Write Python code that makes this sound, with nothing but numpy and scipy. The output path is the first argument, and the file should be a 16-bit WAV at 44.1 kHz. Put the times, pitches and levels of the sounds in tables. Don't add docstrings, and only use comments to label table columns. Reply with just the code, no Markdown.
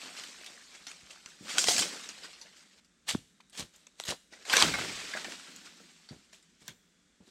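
import sys
import numpy as np
from scipy import signal
from scipy.fft import rfft, irfft, next_fast_len
from scipy.io import wavfile
from scipy.ndimage import uniform_filter1d, map_coordinates

SR = 44100
rng = np.random.default_rng(int(sys.argv[2]) if len(sys.argv) > 2 else 0)


def wav_out(sig):
    wavfile.write(sys.argv[1], SR, np.round(np.clip(np.atleast_2d(sig).T, -1, 1) * 32767).astype(np.int16))


N = 321930
TOP_HZ = 15850

# [f/Hz, relative level/dB per Hz]
LEAF_SPECTRUM = [(300, -36.5), (1200, -10), (2600, -4.5), (4500, -3), (6500, -6), (8200, -6.5), (9600, -19),
                 (12000, -23), (15500, -39)]
TWIG_SPECTRUM = [(50, -33.5), (120, -15.5), (250, -2), (480, 0), (730, 0), (1000, -3.5), (1500, 1),
                 (2300, -1), (3500, -4), (7000, -22), (15000, -49)]
FOLIAGE_SPECTRUM = [(500, -41), (2000, -17.5), (3300, -6.5), (4400, -1.5), (6200, -0.5), (8200, -1.5),
                    (9600, -12.5), (12000, -21), (15500, -27.5)]
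GRIT_SPECTRUM = [(100, -14), (300, -8.5), (620, -4.5), (950, -6.5), (2000, -2), (3500, 1), (5500, -2.5),
                 (8200, -3.5), (9600, -12.5), (12000, -17), (15500, -29.5)]
CRACK_SPECTRUM = [(100, -14.5), (400, -3.5), (1500, -3.5), (5500, -4), (8200, -3), (9600, -13.5),
                  (12000, -13.5), (15500, -26.5)]
LIMB_SPECTRUM = [(40, -45), (110, -23), (140, -11), (175, 3), (250, 0.5), (400, -7), (900, -35)]
SOIL_SPECTRUM = [(20, -25), (55, 0), (110, -1), (160, -8.5), (300, -26), (1000, -61)]
AIR_SPECTRUM = [(20, -15.5), (60, -6.5), (120, -23), (170, -3), (250, -8), (340, -13), (450, -16.5),
                (900, -26.5), (1500, -17.5), (3000, -22.5), (5000, -23), (7800, -21.5), (9800, -33.5),
                (15500, -51.5)]
TICK_SPECTRUM = [(300, -22.0), (1200, -3.0), (2500, 2.0), (5500, -5.0), (8200, -11.0),
                 (10000, -23), (15500, -34.0)]

# [t/s, level/dB, f/Hz]
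INSECT_SONG = [(0, -85, 3500), (2.9, -85, 3486), (3.401, -77, 3790), (4.2, -80, 3770), (6.701, -84.5, 3340),
               (7, -81, 3420), (7.3, -82.5, 3510)]
# [t/s, level/dB]
PULL_LEVEL = [(0.0, -50.5), (0.16, -51), (0.69, -58), (1.38, -60), (1.51, -44), (1.64, -40), (1.69, -37.5),
              (1.76, -34.5), (1.97, -47), (2.65, -64.5), (2.8, -68.5)]
PULL_LEAF_DB, PULL_TWIG_DB, PULL_LIMB_DB = -0.5, -5, -18
# [peak t/s, leaf level/dB, twig level/dB, t60/s]
LITTER_RUSTLES = [(.03, -55, -57.5, 0.35), (.18, -48.5, -55.5, 0.54), (.465, -58, -61, 0.38),
                  (0.748, -53, -67, 0.1), (.89, -53, -68, 0.32), (1.11, -57.5, -60, 0.18),
                  (1.289, -57, -76, 0.19), (1.495, -42.5, -47.5, 0.23), (2.249, -52.5, -48.5, 0.12),
                  (2.57, -61.5, -72, 0.36), (2.78, -66, -76, .15), (4.329, -55, -56, .6),
                  (4.42, -59.5, -63.5, 0.22), (5.17, -46, -40.5, 0.3), (5.3, -50.5, -52, 0.43),
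                  (5.48, -63.5, -59.5, 0.53), (5.66, -53, -54.5, 0.15)]
# [peak t/s, level/dB, t60/s]
FOLIAGE_WHIPS = [(1.593, -27.5, 0.38), (1.688, -23.5, 0.48), (1.8, -30, 0.18)]
# [peak t/s, level/dB, t60/s]
LIMB_BUMPS = [(.06, -66.5, 0.65), (1.431, -58, 0.7), (1.69, -48.5, 0.26), (1.809, -46.5, 0.43),
              (4.64, -33.5, 0.6), (4.86, -51.5, 0.66), (5.15, -50.5, 0.5), (5.27, -51.5, .5),
              (5.49, -60.5, 2), (5.81, -63, 0.24)]
RUSTLE_RISE_S, WHIP_RISE_S, BUMP_RISE_S = 0.01, 0.012, 0.012
# [t/s, level/dB, f/Hz, splintering t60/s]
TWIG_SNAPS = [(.016, -41, 3810, 0.047), (.197, -38, 3700, 0.022), (.237, -37, 4380, .023),
              (.444, -45, 3500, .048), (.462, -42, 2800, .1), (.868, -37, 2910, .086),
              (.915, -39.5, 3700, .034), (1.26, -37.5, 4104, .026), (1.508, -39, 3470, 0.11),
              (1.583, -15, 4400, .025), (1.591, -24.5, 5490, .029), (1.641, -23, 5160, .03),
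              (1.672, -24, 5140, .12), (1.6851, -15, 3620, 0.017), (1.764, -24.5, 4300, .047),
              (1.781, -21.5, 3920, 0.022), (1.791, -21.5, 4460, .038), (1.821, -25.5, 3570, .1),
              (2.09, -32, 4450, .077), (2.235, -42, 3770, .15), (2.331, -46, 4020, 0.14),
              (2.414, -43, 4460, .12), (2.847, -58.5, 7550, .071), (3.406, -50, 2300, .04),
              (3.498, -54, 7500, 0.049), (3.761, -53, 8000, .045), (3.8686, -45.5, 3485, 0.029),
              (3.9999, -28, 3986, .003), (4.008, -42, 5020, 0.15), (4.038, -35.5, 3700, 0.012),
              (4.052, -38.5, 4470, .13), (4.452, -42.5, 3060, 0.087), (4.498, -24.5, 3300, .043),
              (4.531, -18, 2510, 0.091), (4.568, -11, 3630, 0.03), (4.579, -21.5, 2600, .04),
              (4.601, -18, 3614, 0.059), (4.617, -24.5, 1466, .068), (4.6243, -8.5, 3836, .017),
              (4.739, -25.5, 2010, 0.088), (4.787, -29, 1800, .05), (4.848, -32, 1790, 0.03),
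              (5.116, -41, 3000, .073), (5.136, -36, 1890, 0.19), (5.245, -34.5, 1600, .056),
              (5.321, -36, 3200, .04), (5.562, -42, 6460, 0.033), (6.089, -45, 2600, .11),
              (6.329, -55, 2600, .06), (6.427, -55.5, 6000, 0.082), (6.68, -35, 14030, .012),
              (6.6802, -39, 2400, .1)]
# [f/Hz, t60/s]
TREE_DECAY = [(150, 0.78), (1000, 0.38), (4000, 0.51), (12000, 0.73)]
# [t/s, push peak level/dB, f/Hz, half the crumble t60/s]
SOIL_THUDS = [(1.029, -56.5, 60, .076), (1.408, -46.5, 150, .08), (1.6857, -25.5, 379, .018),
              (1.784, -49, 80, 0.093), (3.137, -37, 90, .11), (3.1507, -19.5, 185, .008),
              (3.1483, -29.5, 847, 0.0063), (3.592, -40.5, 166, .085), (3.621, -44, 110, .08),
              (4.001, -34.5, 600, .003), (4.085, -37.5, 121, .067), (4.107, -33, 430, .038),
              (4.121, -33, 430, .04), (4.628, -29, 175, .09), (6.109, -40.5, 150, .11),
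              (6.618, -52.5, 170, .084), (6.686, -48.5, 150, 0.11), (7.204, -52, 165, .1),
              (7.277, -50, 220, .036)]
# [t/s, level/dB, lowest mode f/Hz, lowest mode t60/s]
BOUGH_KNOCKS = [(1.106, -39.5, 2710, .03), (1.582, -16, 1486, 0.026), (1.685, -22.5, 717, 0.03),
                (1.708, -29, 717, 0.095), (1.79, -29.5, 740, 0.037), (1.822, -26, 1136, 0.018),
                (3.403, -42, 1050, 0.014), (4.333, -45.5, 1946, 0.071), (4.5, -30.5, 1064, 0.068),
                (4.519, -25, 1041, 0.024), (4.5365, -13, 1582, 0.042), (4.578, -17.5, 2303, 0.026),
                (4.583, -19.5, 1052, 0.046), (4.615, -16.5, 1047, 0.042), (4.743, -29.5, 1528, 0.031),
                (4.789, -27.5, 1221, 0.027), (5.137, -28.5, 1678, .06), (5.151, -34, 640, 0.05),
                (5.248, -36, 784, 0.046), (5.283, -39.5, 621, 0.026), (5.47, -50.5, 1361, 0.13),
                (5.67, -49.5, 1470, .05), (5.797, -52.5, 1340, 0.051), (5.803, -51.5, 473, .06)]
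# [multiple of the lowest f, mean level/dB]
BOUGH_MODES = [(1, -1.5), (1.17, -8.5), (1.46, -16), (2.2, -15), (2.761, -8), (3.9, -21.5)]
# [peak t/s, level/dB, rise of the last 10 dB/s, t60/s]
SOLE_CRUNCHES = [(3.09, -27.5, 0.0068, 0.18), (3.53, -54.5, 0.003, 0.17), (3.549, -54.5, .006, 0.06),
                 (3.577, -46.5, 0.003, 0.052), (3.597, -36, 0.018, 0.16), (3.739, -61.5, 0.0074, 0.82),
                 (4.005, -48.5, 0.013, 0.16), (4.086, -33.5, 0.013, 0.16), (4.108, -35.5, .015, 0.078),
                 (6.12, -61.5, .01, 0.68), (6.333, -53.5, 0.0055, 0.24), (6.618, -59.5, 0.014, 0.16),
                 (6.69, -49, 0.022, 0.13), (7.279, -62.5, 0.037, 0.33)]
TOUCH_S, LAND_S, PLOUGH_POWER = 4.44, 4.613, 1.5
CRASH_T60_S = 0.18
LEAF_CRASH_DB, LEAF_SETTLE_DB, LEAF_SETTLE_T60_S = -27, -36, 3.06
TWIG_CRASH_DB, TWIG_SETTLE_DB, TWIG_SETTLE_T60_S = -36, -34, 2.15


def amp(db):
    return 10 ** (np.asarray(db) / 20)


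def unit(x):
    return x / np.sqrt(np.mean(x ** 2) + 1e-20)


def along(points, hz):
    f, v = np.transpose(points)
    return np.interp(np.log(hz + 1), np.log(f + 1), v)


def levels(rows):
    s, *columns = np.transpose(rows)
    t = np.arange(N) / SR
    return [amp(np.interp(t, s, column, left=-120, right=-120)) for column in columns]


def swells(rows):
    s, db, rise, t60 = np.array(list(rows)).T[:, :, None]
    clock = np.arange(0, N, 22) / SR
    t = clock - s
    slope_db = np.minimum(20 * t / (2 * rise), -60 * t / t60).clip(-200, 0)
    gain = amp(db + slope_db).sum(axis=0)
    return np.interp(np.arange(N) / SR, clock, gain)


def coloured(x, gain_db):
    m = 2 * next_fast_len(x.shape[-1] // 2 + 2048)
    cepstrum = irfft(np.log(amp(gain_db(np.fft.rfftfreq(m, 1 / SR)))))
    cepstrum[1:m // 2] *= 2
    cepstrum[m // 2 + 1:] = 0
    response = np.exp(rfft(cepstrum))
    return irfft(rfft(x, m) * response, m)[..., :x.shape[-1]]


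def shaped(x, spectrum):
    return unit(coloured(x, lambda hz: along(spectrum, hz)))


def add(track, s, sound):
    i = max(0, round(s * SR))
    track[i:i + len(sound)] += sound[:N - i]


def crackle(size, rate, spread_db, life, hiss):
    bed = rng.standard_normal(size)
    draws = rng.random((int(rate * size / SR) + 1, 4))
    when, pitch, force, length = draws.T[:, :, None]
    k = np.arange(160)
    decay = life * SR * 10 ** (length - .5)
    strength = amp(-spread_db * np.log(np.maximum(force, .01))) / np.sqrt(decay)
    rings = strength * np.exp(-k / decay) * np.cos(2 * np.pi * pitch * TOP_HZ * k / SR)
    places = (when * size).astype(int) + k
    grains = np.bincount(places.ravel(), rings.ravel(), minlength=size)[:size]
    return unit(unit(grains) + hiss * bed)


def clumps(rate, depth_db):
    knots = rng.standard_normal(int(N * rate / SR) + 4)
    drift = map_coordinates(knots, [np.arange(N) * rate / SR])
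    return unit(amp(depth_db * drift))


def patchy(x, depth_db):
    z = signal.stft(x, nperseg=512)[2]
    field = uniform_filter1d(rng.standard_normal(z.shape), size=3, axis=0)
    field = uniform_filter1d(field, size=6, axis=1)
    stressed = signal.istft(z * amp(depth_db * unit(field)), nperseg=512)[1]
    return unit(stressed[:N])


def contacts(rate, spread_db):
    return shaped(crackle(N, rate, spread_db, life=0.00068, hiss=0.15), TICK_SPECTRUM)


def forest_air(band_hz=150):
    s, db, hz = np.transpose(INSECT_SONG)
    t = np.arange(N) / SR
    lowpass = lambda f: -10 * np.log10(1 + (f / band_hz) ** 4)
    flutter = unit(coloured(rng.standard_normal(N), lowpass))
    tone = np.sin(2 * np.pi * np.cumsum(np.interp(t, s, hz)) / SR)
    song = unit(flutter * tone)
    hush = shaped(rng.standard_normal(N), AIR_SPECTRUM)
    return amp(-69.5) * hush + amp(np.interp(t, s, db)) * song


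def dragging():
    pull, = levels(PULL_LEVEL)
    leaf_rustle = swells((s, db, RUSTLE_RISE_S, t60) for s, db, _, t60 in LITTER_RUSTLES)
    twig_rustle = swells((s, db, RUSTLE_RISE_S, t60) for s, _, db, t60 in LITTER_RUSTLES)
    leaf = amp(PULL_LEAF_DB) * pull + leaf_rustle
    twig = amp(PULL_TWIG_DB) * pull * clumps(rate=32, depth_db=3.0) + twig_rustle
    whip = swells((s, db, WHIP_RISE_S, t60) for s, db, t60 in FOLIAGE_WHIPS)

    leaves = shaped(crackle(N, rate=4000, spread_db=-1.0, life=0.00019, hiss=1.0), LEAF_SPECTRUM)
    twigs = shaped(crackle(N, rate=3000, spread_db=2.5, life=0.001, hiss=.9), TWIG_SPECTRUM)
    swish = shaped(crackle(N, rate=5600, spread_db=1.5, life=0.00018, hiss=0.87), FOLIAGE_SPECTRUM)
    leaves = patchy(leaves, depth_db=2.5) + amp(-12) * contacts(rate=370, spread_db=4.5)
    twigs = patchy(twigs, depth_db=3)
    swish = patchy(swish, depth_db=3.0)
    return clumps(rate=81, depth_db=1) * (leaf * leaves + twig * twigs + whip * swish)


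def shudder(ground_db=-44, ground_rise=0.033, ground_t60=0.93, ground_lag=0.052):
    bumps = swells((s, db, BUMP_RISE_S, t60) for s, db, t60 in LIMB_BUMPS)
    limb = amp(PULL_LIMB_DB) * levels(PULL_LEVEL)[0] + bumps
    landing = swells([(LAND_S + ground_lag, ground_db, ground_rise, ground_t60)])
    ground = landing + amp(-27.5) * limb
    drumming = limb * shaped(rng.standard_normal(N), LIMB_SPECTRUM)
    return drumming + ground * shaped(rng.standard_normal(N), SOIL_SPECTRUM)


def snaps(width=0.78, ring_db=6.0, splinter_db=-8, crack_t60=0.0035):
    out, t = np.zeros(N), np.arange(SR // 6) / SR
    for s, db, hz, t60 in TWIG_SNAPS:
        crack = rng.choice([-1, 1], len(t)) * amp(-60 * t / crack_t60)
        splinters = crackle(len(t), rate=4500, spread_db=3.0, life=0.00018, hiss=0.65)
        splinters = splinters * amp(splinter_db - 60 * t / t60)
        wood = np.column_stack([np.geomspace(300, 12000, num=44), ring_db * rng.standard_normal(44)])

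        def colour_db(f):
            octaves = np.log2((f + 1) / hz)
            hump = -10 * np.log10(1 + (octaves / width) ** 2) - 2.5 * np.maximum(octaves, 0)
            return along(CRACK_SPECTRUM, f) + along(wood, f) + hump

        snap = coloured(crack + splinters, colour_db)
        loudest = uniform_filter1d(snap ** 2, size=66).max()
        add(out, s, amp(db) * snap / np.sqrt(loudest))
    return out


def trees(x):
    hz, t, z = signal.stft(rng.standard_normal(SR * 3 // 4), SR, nperseg=256)
    decay = amp(-60 * t / along(TREE_DECAY, hz)[:, None])
    tail = signal.istft(z * decay, SR, nperseg=256)[1]
    delayed = np.pad(tail / np.linalg.norm(tail), (300, 0))
    return signal.fftconvolve(x, delayed)[:N]


def heels():
    out, t = np.zeros(N), np.arange(SR // 4) / SR
    for s, db, hz, t60 in SOIL_THUDS:
        cycles = hz * t
        onset = 1 - np.exp(-2 * cycles)
        dent = np.sin(2 * np.pi * cycles) * amp(-24 * cycles) * onset ** 2
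        push = -np.gradient(dent)
        band = lambda f: -10 * np.log10(1 + (f / (2 * hz)) ** 4 + (.5 * hz / (f + 1)) ** 4)
        earth = unit(coloured(rng.standard_normal(len(t)), band))
        crumble = .6 * earth * onset * amp(-60 * t / (2 * t60))
        add(out, s, amp(db) * (push / np.abs(push).max() + crumble))
    return out


def knocks(rough=0.23, attack_s=.0004):
    out, t = np.zeros(N), np.arange(SR // 6) / SR
    for s, db, hz, t60 in BOUGH_KNOCKS:
        ring = np.zeros(len(t))
        for k, level in BOUGH_MODES:
            mode_db = level + rng.normal(0, 0.88) - 60 * t * np.sqrt(k) / t60
            ring += amp(mode_db) * np.sin(2 * np.pi * hz * k * t)
        rattle = 1 + rough * unit(uniform_filter1d(rng.standard_normal(len(t)), size=40))
        attack = 1 - np.exp(-t / attack_s)
        add(out, s, amp(db) * ring * rattle * attack)
    return out


def crunches():
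    weight = swells(SOLE_CRUNCHES)
    grit = shaped(crackle(N, rate=7000, spread_db=4.0, life=0.0002, hiss=0.71), GRIT_SPECTRUM)
    return weight * patchy(grit, depth_db=1.5)


def crash(crash_db, settle_db, settle_t60):
    t = np.arange(N) / SR
    plough = np.clip((t - TOUCH_S) / (LAND_S - TOUCH_S), 0, 1) ** PLOUGH_POWER
    since = np.maximum(t - LAND_S, 0)
    burst = amp(crash_db - 60 * since / CRASH_T60_S)
    settling = amp(settle_db - 60 * since / settle_t60)
    return plough * (burst + settling)


def falling():
    leaf = crash(LEAF_CRASH_DB, LEAF_SETTLE_DB, LEAF_SETTLE_T60_S)
    twig = crash(TWIG_CRASH_DB, TWIG_SETTLE_DB, TWIG_SETTLE_T60_S) * clumps(rate=60, depth_db=1.8)
    leaves = shaped(crackle(N, rate=6200, spread_db=1.0, life=0.0002, hiss=1.0), LEAF_SPECTRUM)
    twigs = shaped(crackle(N, rate=2200, spread_db=0.5, life=0.0013, hiss=1.0), TWIG_SPECTRUM)
    leaves = patchy(leaves, depth_db=1.5) + amp(-11.0) * contacts(rate=320, spread_db=2)
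    twigs = patchy(twigs, depth_db=3.5)
    return clumps(rate=57, depth_db=1) * (leaf * leaves + twig * twigs)


def scene():
    wood, grit = snaps() + knocks(), crunches()
    echo = trees(amp(-17) * wood + amp(-20) * grit)
    mono = forest_air() + dragging() + shudder() + wood + echo + heels() + grit + falling()
    return np.array([mono, mono])


def record(dry, low_hz=32, wide_db=-1):
    m = next_fast_len(N + SR // 2)
    hz = np.fft.rfftfreq(m, 1 / SR)
    knots = rng.standard_normal(N // 80 + 4)
    spread = unit(np.tanh(2 * map_coordinates(knots, [np.arange(N) / 80])))
    top = irfft(rfft(dry[0], m) * (hz > 12400), m)[:N]
    side = amp(wide_db) * top * spread
    band = (hz < TOP_HZ) * (1j * hz / (low_hz + 1j * hz)) ** 2
    return irfft(rfft(dry + np.array([side, -side]), m) * band, m)[:, :N]


dry = scene()
out = record(dry)
wav_out(out)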